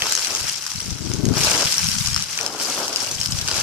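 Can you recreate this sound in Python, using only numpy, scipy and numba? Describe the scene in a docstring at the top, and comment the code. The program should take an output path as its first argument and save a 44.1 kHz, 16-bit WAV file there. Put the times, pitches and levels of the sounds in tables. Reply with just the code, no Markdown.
"""Boots on a scree slope

Boots slide down steep loose rock, heard close by from a hand-held camera with two microphone ports.
Low crunches and sandy hiss are dense random contacts; running grit and chips are crackle and tiny rings.
Single stones clack, ring briefly and knock, each with one rebound. Wind buffets mostly the left port,
whose colour is hollow and resonant; a limiter softens the loudest moments."""
import sys
import numpy as np
from scipy import signal
from scipy.fft import rfft, irfft
from scipy.io import wavfile
from scipy.ndimage import uniform_filter1d, minimum_filter1d
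from numba import njit

SR = 44100
rng = np.random.default_rng(int(sys.argv[2]) if len(sys.argv) > 2 else 0)


def log_audio(samples):
    """Write samples as a 16-bit WAV file to the path given in sys.argv[1]."""
    # one column per channel
    frames = np.atleast_2d(samples).T
    # limit to full scale, then quantise
    limited = np.clip(frames, -1, 1)
    pcm = np.round(limited * 32767).astype(np.int16)
    wavfile.write(sys.argv[1], SR, pcm)


N = 159642

# weight of the boots shoving the scree, before each layer's own offset: time_s, level_db
BOOT_SHOVE = [(0, -40.5), (.17, -43), (.25, -46.5), (.315, -35), (.39, -46), (.6, -55.5), (.95, -52.5),
              (1.3, -45), (1.38, -35.5), (1.49, -34.5), (1.55, -28.5), (1.66, -37), (1.75, -48.5),
              (1.95, -57.5), (2.39, -51), (2.425, -35.5), (2.52, -39), (2.58, -38), (2.72, -35.5),
              (2.85, -33), (2.89, -39), (3.02, -40), (3.25, -51), (3.45, -46.5), (3.53, -35.5), (3.62, -40)]
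# how much scree is running, before each layer's own offset: time_s, level_db
SCREE_FLOW = [(0, -28), (.13, -27.5), (.16, -31), (.19, -27), (.35, -29), (.48, -28.5), (.6, -34.5),
              (.8, -34), (.95, -38), (1.12, -36), (1.21, -38), (1.325, -38), (1.385, -23.5), (1.46, -21.5),
              (1.58, -23.5), (1.78, -24.5), (2.02, -27.5), (2.2, -31), (2.3, -31), (2.45, -32),
              (2.49, -36.5), (2.56, -36), (2.61, -29), (2.8, -29), (2.93, -32), (3.02, -29), (3.15, -32),
              (3.44, -31.5), (3.53, -28.5), (3.62, -24)]
# modes of a struck slab: ratio to its pitch, level_db
SLAB_MODES = [(0.581, -5.5), (0.798, -6.5), (1, 0.5), (1.311, -7.5), (1.74, -9)]


def undb(db):
    """Decibels to gain."""
    return 10 ** (np.asarray(db) / 20)


def unit(x):
    """Scale to rms 1."""
    return x / np.sqrt(np.mean(x ** 2))


def curve(rows):
    """Join (time_s, value) rows by straight lines."""
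    times, values = np.array(rows).T
    return np.interp(np.arange(N) / SR, times, values)


def walk(rate_hz):
    """Smooth random drift of rms 1, heading for a new value at the given rate."""
    step = max(int(SR / rate_hz), 1)
    stairs = np.repeat(rng.standard_normal(N // step + 1), step)
    return unit(uniform_filter1d(stairs, step)[:N])


def colour(x, points, size=262144):
    """Causal, minimum-phase filter through (freq_hz, level_db) points."""
    hz, db = np.array(points).T
    freqs = np.maximum(np.arange(size // 2 + 1) * SR / size, 1)
    level_db = np.interp(np.log(freqs), np.log(hz), db)
    # folding the cepstrum onto positive time makes the filter causal
    cepstrum = irfft(np.log(undb(level_db)))
    cepstrum[1:size // 2] *= 2
    cepstrum[size // 2 + 1:] = 0
    response = np.exp(rfft(cepstrum))
    return irfft(rfft(x, size) * response)[..., :N]


@njit
def rings(start_s, hz, t60_s, gain, out_size):
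    """Sum of damped sines, one for each struck mode."""
    out = np.zeros(out_size)
    for k in range(len(start_s)):
        first = int(start_s[k] * SR) + 1
        rate = (2j * np.pi * hz[k] - np.log(1000.) / t60_s[k]) / SR
        # start between samples, then turn and shrink by one step per sample
        state = gain[k] * np.exp(rate * (first - start_s[k] * SR))
        step = np.exp(rate)
        for i in range(max(first, 0), min(first + int(t60_s[k] * SR), out_size)):
            out[i] += state.imag
            state *= step
    return out


def contacts(per_s, spread_db, lag_spread_s, size=48000):
    """Random contacts, mostly weak: arrival times and signed strengths at the two ports."""
    port_lag_s, pan_spread_db = .00002, 3
    count = int(per_s * N / SR)
    u = rng.random((size, 2))[:count]
    g = rng.standard_normal((size, 2))[:count]
    signs = (-1) ** np.arange(len(u))
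    strength = signs * undb(spread_db * np.minimum(-np.log(u[:, 1]), 4.5))
    sides = np.array([[.5], [-.5]])  # left, right
    times = u[:, 0] * N / SR + sides * (port_lag_s + lag_spread_s * g[:, 0])
    return times, strength * undb(sides * pan_spread_db * g[:, 1])


def clicks(times, gains):
    """One sharp impulse for each contact, at both ports."""
    ports = []
    for t, gain in zip(times, gains):
        places = np.clip(t * SR, 0, N).astype(int)
        ports.append(np.bincount(places, gain, N + 1)[:N])
    return np.array(ports)


def crunch():
    """The packed stones under a boot grind together: dense contacts coloured low."""
    # spectrum of the grinding: freq_hz, level_db
    crunch_spectrum = [(40, -21), (120, -14), (250, -2), (550, 1.5), (850, -0.5), (1400, -6), (2000, -20.5),
                       (3500, -13), (8000, -29)]
    hits = clicks(*contacts(per_s=1800, spread_db=1, lag_spread_s=.00011))
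    grains = unit(colour(hits, crunch_spectrum))
    return grains * undb(3.5 + curve(BOOT_SHOVE) + 2 * walk(60))


def sand():
    """Fine sand hisses under a boot while it shoves: very dense contacts coloured high."""
    # spectrum of the hiss: freq_hz, level_db
    sand_spectrum = [(2000, -35), (6000, -12), (9500, -1), (12000, 0), (14500, -3)]
    hits = clicks(*contacts(per_s=9000, spread_db=2.2, lag_spread_s=.0001))
    return unit(colour(hits, sand_spectrum)) * undb(-13 + curve(BOOT_SHOVE))


def grit():
    """Gravel sizes crackle in their own registers; all surge together, and each about as much on its own."""
    # gravel sizes, coarse to fine: centre_hz, contacts_per_s, strength_spread_db, level_db
    gravel_sizes = [(1220, 1300, 2.5, -8), (2470, 1200, 3.6, -4), (4160, 1200, 3, -3),
                    (5700, 1300, 3.5, -1), (7500, 1500, 3.5, -3.5), (11300, 4500, 2.8, -5.5)]
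    # share of coarse gravel: time_s, boost_db (in full an octave or more below fine_hz)
    coarse_share = [(0, 5), (.2, 0.5), (1.0, 1), (1.45, 1), (1.9, -2), (2.4, 2), (2.8, -2.5), (3.05, -2),
                    (3.4, -3), (3.55, 2.5)]
    # colour laid over all the grit: freq_hz, level_db
    grit_spectrum = [(100, -34), (400, -16), (800, 1), (1500, -1.5), (3000, -0.5), (5500, 1.5), (8000, 0),
                     (11000, 2), (14500, 0.5)]
    fine_hz = 4850
    width = 0.3  # share of the centre on each side
    mix = 0
    for hz, per_s, spread_db, db in gravel_sizes:
        edges = [hz * (1 - width), hz * (1 + width)]
        band = signal.butter(2, edges, "bandpass", fs=SR, output="sos")
        grains = signal.sosfilt(band, clicks(*contacts(per_s, spread_db, lag_spread_s=.00008)))
        coarse_db = curve(coarse_share) * np.clip(np.log2(fine_hz / hz), 0, 1)
        own_surge_db = 1.54 * walk(50)
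        mix = mix + unit(grains) * undb(db + coarse_db + own_surge_db)
    shared_surge_db = 1.43 * walk(90)
    return unit(colour(mix, grit_spectrum)) * undb(-2 + curve(SCREE_FLOW) + shared_surge_db)


def chips(size=8000):
    """Small flakes tumble along; each ticks and rings in slab modes at its own pitch."""
    # colour laid over all the chips: freq_hz, level_db
    chip_spectrum = [(200, -36), (500, 0.5), (900, -0.5), (2000, -1), (5500, -0.5), (9000, -5), (14500, -6)]
    middle_hz, spread_octaves, middle_t60_s = 5200, .55, 0.012
    times, gains = contacts(per_s=800, spread_db=2, lag_spread_s=.00007)
    g = rng.standard_normal((size, 2 + 2 * len(SLAB_MODES)))[:times.shape[1]].T
    pitch = middle_hz * 2 ** (spread_octaves * g[0])
    t60 = middle_t60_s * 2 ** np.clip(g[1], -1, 1)
    mix = 1.25 * clicks(times, gains)
    for k, (ratio, db) in enumerate(SLAB_MODES):
        hz = np.minimum(pitch * ratio, SR * .45)
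        ports = []
        for c in (0, 1):
            mode_gain = gains[c] * undb(db) * g[2 + 2 * k + c] / 2
            ports.append(rings(times[c], hz, t60, mode_gain, N))
        mix = mix + np.array(ports)
    return unit(colour(mix, chip_spectrum)) * undb(-5 + curve(SCREE_FLOW))


def clacks(size=2048):
    """Larger stones collide and rebound: a crack, a short ring, a dull knock and a scrape of grit."""
    # collisions, levels before the offsets below:
    # start_s, strength_db, ring_hz, knock_db, ring_t60_s, scrape_db
    collisions = [(0.02, -4, 3230, -8, 0.016, -19), (0.0563, -16.5, 5360, 4, 0.01, -14),
                  (0.067, -12, 7100, 2, 0.011, -16), (0.0952, -13, 5900, -19, 0.011, -14),
                  (0.122, -3, 7400, -14, 0.011, -14), (0.1511, -0.5, 6470, -18, 0.0086, -12),
                  (0.175, -9, 5600, -5.5, 0.011, -14), (0.2466, -10, 4450, -29, 0.011, -14),
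                  (0.27, -12.5, 5900, -20, 0.011, -14), (0.3493, -8, 6650, -33, 0.012, -16),
                  (0.481, -11, 5430, -13, 0.0099, -14), (0.5067, -21, 5430, -28, 0.011, -17),
                  (0.6225, -16.5, 5840, -17, 0.011, -14), (0.6644, -13, 5030, -7, 0.011, -11),
                  (0.7162, -14, 5830, -3.5, 0.012, -19), (0.7578, -15, 5630, -32, 0.011, -14),
                  (0.8031, -12, 5640, -30, 0.01, -12), (0.9053, -16, 6100, -29, 0.011, -14),
                  (0.9837, -23, 5860, 0, 0.011, -14), (1.1159, -15.5, 5000, -5, 0.01, -14),
                  (1.1363, -12, 6300, -18, 0.011, -12), (1.2534, -12.5, 6460, -9, 0.0097, -10),
                  (1.287, -14, 6000, -27, 0.011, -10), (1.3374, -14, 4800, -10, 0.011, -12),
                  (1.3693, -11, 5460, -9, 0.01, -16), (1.4697, -5.5, 3960, -26, 0.011, -16),
                  (1.6556, -10.5, 5500, -24, 0.012, -14), (1.7409, -9, 4870, -17, 0.011, -14),
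                  (1.7807, -2, 5530, -30, 0.011, -14), (1.8424, -8.5, 6150, -41, 0.011, -14),
                  (1.868, -11, 5700, -29, 0.011, -17), (1.8861, -7, 5270, -29, 0.011, -19),
                  (1.9151, -9.5, 5640, -30, 0.011, -14), (1.9844, -10.5, 5960, -20, 0.01, -16),
                  (2.0594, -7.5, 5260, -26, 0.01, -14), (2.072, -8.5, 5100, -21, 0.012, -14),
                  (2.144, -9, 5320, -28, 0.011, -14), (2.162, -4.5, 5320, -9, 0.01, -14),
                  (2.223, -8.5, 5750, -22, 0.0077, -15), (2.375, -9.5, 6030, -9, 0.011, -16),
                  (2.388, -7, 2500, -25, 0.011, -17), (2.4108, -8, 5700, -25, 0.0094, -16),
                  (2.4626, -8, 5160, -13, 0.01, -18), (2.5985, -14, 5250, -25, 0.011, -14),
                  (2.8793, -9.5, 5800, -31, 0.0099, -10), (2.9283, -13.5, 5550, -22, 0.0095, -13.5),
                  (2.9594, -5, 4960, -11, 0.013, -17), (3.1127, -10, 6000, -31, 0.011, -17),
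                  (3.2126, -7.5, 5200, -39, 0.014, -14), (3.231, -11, 5600, -17, 0.011, -17),
                  (3.2588, -6.5, 5230, -29, 0.0076, -14), (3.3086, -15, 8050, -23.5, 0.011, -11),
                  (3.3211, -9.5, 5180, -28, 0.013, -15), (3.3867, -9.5, 5950, -22, 0.009, -15),
                  (3.412, -11, 5600, -28, 0.011, -14), (3.4761, -10, 6000, -10, 0.011, -14),
                  (3.4845, -6.5, 4920, -10, 0.01, -13), (3.5129, -7, 4930, -11, 0.01, -14)]
    # colour laid over all the collisions: freq_hz, level_db
    crack_spectrum = [(200, -20.5), (900, 0), (2500, -1), (6500, 0), (9000, -2.5), (14500, -3.5)]
    clack_db, crack_db, rebound_db = -1.5, -4, -9.5
    delay_s = .0008  # short fixed delay before each collision sounds
    rebound_s = .011  # middle wait for the second touch
    crack_decay_s, scrape_decay_s = 0.00031, 0.0016  # time constants
    knock_offset_db, middle_knock_hz, knock_t60_s = 1.5, 1520, 0.0086
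    out = np.zeros((2, N + 2 * size))
    t = np.arange(size) / SR
    ratio, mode_db = np.array(SLAB_MODES).T
    for at, db, pitch, knock_db, t60, scrape_db in collisions:
        # all modes but the pitch itself are detuned at random
        detune = 0.056 * rng.standard_normal(len(ratio)) * (ratio != 1)
        hz = pitch * ratio * (1 + detune)
        knock_hz = middle_knock_hz * np.array([.62, 1, 1.75]) * np.exp(0.21 * rng.standard_normal(3))
        knock = np.sin(2 * np.pi * knock_hz[:, None] * t).mean(0) * undb(-60 * t / knock_t60_s)
        first = max(int((at + delay_s) * SR), 0)
        second = first + int(rebound_s * SR * rng.uniform(.7, 1.3))
        for c in (0, 1):
            cycles = hz[:, None] * t + rng.random((len(hz), 1))
            ring = undb(mode_db) @ np.sin(2 * np.pi * cycles) * undb(-60 * t / t60)
            crack = rng.standard_normal(size) * np.exp(-t / crack_decay_s)
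            scrape = rng.standard_normal(size) * np.exp(-t / scrape_decay_s)
            hit = ring / 2 + 2 * undb(crack_db) * crack / np.linalg.norm(crack)
            hit += undb(scrape_db) * scrape + undb(knock_offset_db + knock_db) * knock
            out[c, first:first + size] += undb(clack_db + db) * hit
            out[c, second:second + size] += undb(clack_db + db + rebound_db) * hit
    return colour(out[:, :N], crack_spectrum)


def wind():
    """Eddies hit mostly the left port in uneven thuds, rough in strong gusts; a faint rumble stays on both."""
    # wind on the microphone, before its offset: time_s, level_db
    gusts = [(0, -46), (.15, -53), (.28, -63), (.43, -42), (.56, -55), (.69, -64), (.76, -36.5), (.8, -45),
             (.9, -29), (.98, -36), (1.06, -30), (1.2, -28), (1.3, -21.5), (1.39, -29.5), (1.49, -31.5),
             (1.54, -42), (1.63, -47), (1.66, -25.5), (1.69, -51), (1.77, -40), (1.82, -31), (1.93, -29),
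             (2.05, -31), (2.19, -32), (2.26, -49.5), (2.65, -76), (2.98, -56), (3.12, -43), (3.34, -29),
             (3.5, -43), (3.62, -40)]
    # brighter, rough turbulence in the strong gusts, before its offset: time_s, level_db
    turbulence = [(.7, -60), (.88, -42), (.96, -44), (1.03, -35.5), (1.12, -31), (1.2, -28), (1.27, -19),
                  (1.335, -23.5), (1.37, -30), (1.55, -46), (1.66, -45), (1.7, -72), (3.2, -63),
                  (3.33, -47), (3.45, -64)]
    # spectra of the low rumble and the rough buffeting: freq_hz, level_db
    rumble_spectrum = [(15, -25), (45, -9.5), (75, 0.5), (120, 1.5), (180, -2), (240, -11), (330, -30.5),
                       (700, -49), (2000, -77)]
    buffet_spectrum = [(50, -32), (150, -12), (250, 1), (340, -2.5), (480, -12.5), (750, -24.5),
                       (2000, -50)]

    def air(spectrum):
        """Coloured noise, independent at each port."""
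        return unit(colour(rng.standard_normal((2, N)), spectrum))

    eddies_per_s = 27 * np.exp(.35 * walk(30))
    turns = np.cumsum(eddies_per_s) / SR
    thuds = unit(undb(5 * np.cos(2 * np.pi * turns) + walk(45)))
    rumble = air(rumble_spectrum) * undb(6.5 + curve(gusts))
    buffet = air(buffet_spectrum) * undb(4 + curve(turbulence))
    port_gain = undb([[0], [-22]])  # left, right
    breeze = air(rumble_spectrum) * undb(-51.5 + 2 * walk(5.64))
    return thuds * (rumble + buffet) * port_gain + breeze


def scene():
    """All the stones pass through the coloured ports; the wind is added on top, uncoloured by them."""
    # colour of each microphone port: freq_hz, level_db
    left_port = [(100, 2), (600, 0.5), (1000, 1), (1550, 9), (1950, 1.5), (2600, 4.5), (3150, 4),
                 (3700, -2), (4500, 6), (5450, 10.5), (6500, 7), (8000, 5.5), (10000, -4), (12000, -1.5),
                 (14500, -8)]
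    right_port = [(100, 1), (600, -1.5), (1000, -1.5), (1450, -2), (2100, 1), (3700, 1), (4020, 4),
                  (4300, 0), (5100, 1), (6000, 1), (7900, 5.5), (10000, 4), (14500, -0.5)]
    left, right = crunch() + sand() + grit() + chips() + clacks()
    stones = np.array([colour(left, left_port), colour(right, right_port)])
    return stones + wind()


def record(dry):
    """The camera's limiter ducks both ports briefly around loud peaks, clips what is left and cuts the top."""
    threshold_db, hold_s, ratio, top_hz = -7.5, .008, 2, 14450
    hold = int(hold_s * SR)
    loudness = uniform_filter1d(np.abs(dry).max(0), size=44)  # about 1 ms, louder port
    excess = np.minimum(undb(threshold_db) / np.maximum(loudness, 1e-6), 1)
    wanted = excess ** (1 - 1 / ratio)
    gain = uniform_filter1d(minimum_filter1d(wanted, hold), hold)
    clipped = np.clip(dry * gain, -1, 1)
    lowpass = signal.ellip(8, .2, 70, top_hz, fs=SR, output="sos")
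    return signal.sosfilt(lowpass, clipped)


dry = scene()
out = record(dry)
log_audio(out)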